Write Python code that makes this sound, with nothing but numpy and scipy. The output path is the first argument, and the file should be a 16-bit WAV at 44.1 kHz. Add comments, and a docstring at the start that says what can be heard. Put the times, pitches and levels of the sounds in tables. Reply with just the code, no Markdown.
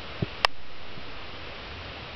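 """A steady hiss over a low outdoor rumble, heard by a small hand-held camera on a quiet lawn.
A hand bumps the case softly, then one sharp click overloads the microphone. The camera's gain
control (its automatic volume) ducks and lets the hiss creep back. A weaker bump follows,
three faint hums come and go, and near the end a far engine swells briefly."""
import sys
import numpy as np
from scipy import signal
from scipy.fft import rfft, irfft
from scipy.io import wavfile
from scipy.ndimage import minimum_filter1d

SR = 44100
rng = np.random.default_rng(int(sys.argv[2]) if len(sys.argv) > 2 else 0)


def dump_mix(stems):
    """Bounce the given channels to the path in sys.argv[1] as a 16-bit WAV at rate SR."""
    frames = np.atleast_2d(stems).T  # one column per channel
    limited = np.clip(frames, -1, 1)  # hard clip at full scale
    pcm = np.round(limited * 32767).astype(np.int16)
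    wavfile.write(sys.argv[1], SR, pcm)


N = 94815
TIME = np.arange(N) / SR
BANDWIDTH_HZ = 5720   # the camera loses sound above this pitch


def case_click():
    """A hard contact rings the case, and the contact itself rattles in a short crack."""
    # The case's ringing tones. Each row: pitch in Hz, level in dB, seconds to fade by 60 dB.
    case_modes = [(473, -10.5, 0.013), (756, -2.5, 0.011), (979, -3, 0.023), (1166, -2.5, 0.019),
                  (1640, -7.5, 0.016), (1861, -5, 0.023), (2328, -12, 0.032), (2687, -7, 0.019),
                  (3160, -10, 0.013), (3613, -10.5, 0.018), (4350, -10.5, .009), (5120, -5.5, .010)]
    start_s, strength_db = 0.447, -3.5
    crack_db, crack_fade_s = -12.5, 0.016
    band = signal.butter(2, [423, BANDWIDTH_HZ], "band", fs=SR, output="sos")
    rattle = rms_one(signal.sosfilt(band, rng.standard_normal(N)))
    fade = (TIME >= start_s) * from_db(crack_db - 60 * np.abs(TIME - start_s) / crack_fade_s)
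    return strike([(start_s, strength_db)], case_modes) + fade * rattle


def hand_bumps():
    """A hand knocks the camera; the soft contact dulls its ringing."""
    # The knocks. Each row: start in seconds, strength in dB.
    knocks = [(.2225, -14.5), (.9735, -29.5)]
    # The held camera's low tones. Each row: pitch in Hz, level in dB, seconds to fade by 60 dB.
    low_modes = [(117.3, 1, 0.052), (185.4, 0.5, 0.037), (315, -10.5, 0.073), (386, -9, 0.077),
                 (635, -6, 0.02)]
    soften = signal.butter(2, 600, fs=SR, output="sos")
    return signal.sosfilt(soften, strike(knocks, low_modes))


def far_engine():
    """Only the engine's firing note carries this far; it rises as it swells."""
    # The engine's swell. Each row: time in seconds, firings per second, level in dB.
    swell = [(1.548, 75.5, -62), (1.72, 78.1, -54), (1.841, 83, -43), (1.929, 92.8, -52.5),
             (2.061, 91, -47.5), (2.12, 93.3, -68)]
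    times, firing_hz, db = np.transpose(swell)
    cycles = np.cumsum(np.interp(TIME, times, firing_hz)) / SR + rng.random()
    return from_db(np.interp(TIME, times, db)) * rms_one(np.sin(2 * np.pi * cycles))


def distant_hums():
    """Brief soft tones that barely rise out of the hiss."""
    # The hums. Each row: loudest moment in seconds, pitch in Hz, level in dB.
    notes = [(.505, 276.6, -42), (1.087, 283, -48), (1.52, 563, -47)]
    width_s = 0.02
    sound = np.zeros(N)
    for peak_s, hz, db in notes:
        swell = np.exp(-((TIME - peak_s) / width_s) ** 2)
        sound += from_db(db) * swell * rms_one(np.sin(2 * np.pi * hz * TIME))
    return sound


def hiss_and_rumble():
    """The camera and garden hiss evenly over a narrow band of distant rumble."""
    # The tone colour of the hiss. Each row: frequency in Hz, relative level in dB.
    hiss_spectrum = [(25, 3), (45, 5), (130, 1), (240, -2), (520, 0.5), (950, -3.5), (1280, -1.5),
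                     (1600, -5), (2100, -4), (2800, -2), (3500, -6.5), (3900, -6.5), (4500, -11.5),
                     (5150, -13.5), (5600, -18), (6100, -24.5)]
    centre_hz, width_hz = 73.6, 33
    edges_hz = [centre_hz - width_hz / 2, centre_hz + width_hz / 2]
    band = signal.butter(1, edges_hz, "band", fs=SR, output="sos")
    rumble = rms_one(signal.sosfilt(band, rng.standard_normal(N + SR))[SR:])
    return from_db(-40) * coloured_noise(hiss_spectrum) + from_db(-49.5) * rumble


def from_db(db):
    """Turn decibels into a multiplier."""
    return 10 ** (np.asarray(db) / 20)


def rms_one(x):
    """Scale a sound to an average power of 1."""
    return x / np.sqrt(np.mean(x ** 2) + 1e-20)


def coloured_noise(spectrum):
    """Steady noise shaped by rows of frequency in Hz and level in dB."""
    hz, db = np.transpose(spectrum)
    bins = np.maximum(np.fft.rfftfreq(N, 1 / SR), 1)
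    gain = from_db(np.interp(np.log(bins), np.log(hz), db))
    return rms_one(irfft(rfft(rng.standard_normal(N)) * gain, N))


def ring(clicks, hz, fade_s):
    """Each click starts a tone that fades by 60 dB in fade_s seconds."""
    decay = from_db(-60 / (fade_s * SR))
    angle = 2 * np.pi * hz / SR
    return signal.lfilter([.5, 0, -.5], [1, -2 * decay * np.cos(angle), decay ** 2], clicks + 1e-18)


def strike(hits, modes):
    """Blows ring an object's natural tones (modes); neighbouring tones swing opposite ways."""
    clicks = np.zeros(N)
    for start_s, db in hits:
        clicks[int(start_s * SR)] = from_db(db)
    return sum((-1) ** k * from_db(db) * ring(clicks, hz, fade_s)
               for k, (hz, db, fade_s) in enumerate(modes))


def smooth(x, seconds):
    """Follow a signal with a lag, rounding off its jumps."""
    keep = np.exp(-1 / (seconds * SR))
    return signal.lfilter([1 - keep], [1, -keep], x)


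def fall_back(x, seconds):
    """Jump to each peak at once, then sink gradually."""
    return np.exp(np.maximum.accumulate(np.log(x + 1e-12) + TIME / seconds) - TIME / seconds)


def gain_control(x):
    """A loud peak turns the volume down; it stays down a moment, then recovers."""
    threshold_db, attack_s, hold_s, release_s = -9, 0.0076, 0.069, 0.32
    excess_db = np.maximum(20 * np.log10(np.abs(x) + 1e-9) - threshold_db, 0)
    half_hold = int(hold_s * SR) // 2
    held_db = -minimum_filter1d(-excess_db, 2 * half_hold + 1, origin=half_hold)
    cut_db = smooth(fall_back(held_db, release_s), attack_s)
    # The amplifier's zero line jumps as the volume drops, then settles.
    settling = fall_back(excess_db / (excess_db.max() + 1e-9), seconds=0.8)
    zero_line = -0.0084 + 0.057 * smooth(settling, seconds=0.0031)
    return x * from_db(-cut_db) + zero_line


def scene():
    """All the sounds meet at one microphone."""
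    return (hiss_and_rumble() + far_engine() + distant_hums() + case_click() + hand_bumps())[None]


def record(dry):
    """The camera rides the volume, adds circuit hiss, cuts the treble and rounds off loud peaks."""
    amplified = gain_control(dry[0]) + from_db(-53) * rng.standard_normal(N)
    narrow = signal.sosfiltfilt(signal.butter(16, BANDWIDTH_HZ, fs=SR, output="sos"), amplified)
    ceiling = 0.7   # the most the microphone's amplifier can put out
    clipped = narrow / (1 + (narrow / ceiling) ** 8) ** (1 / 8)
    top_cut = signal.butter(8, 16000, fs=SR, output="sos")
    return signal.sosfiltfilt(top_cut, clipped)[None]


dry = scene()
out = record(dry)
dump_mix(out)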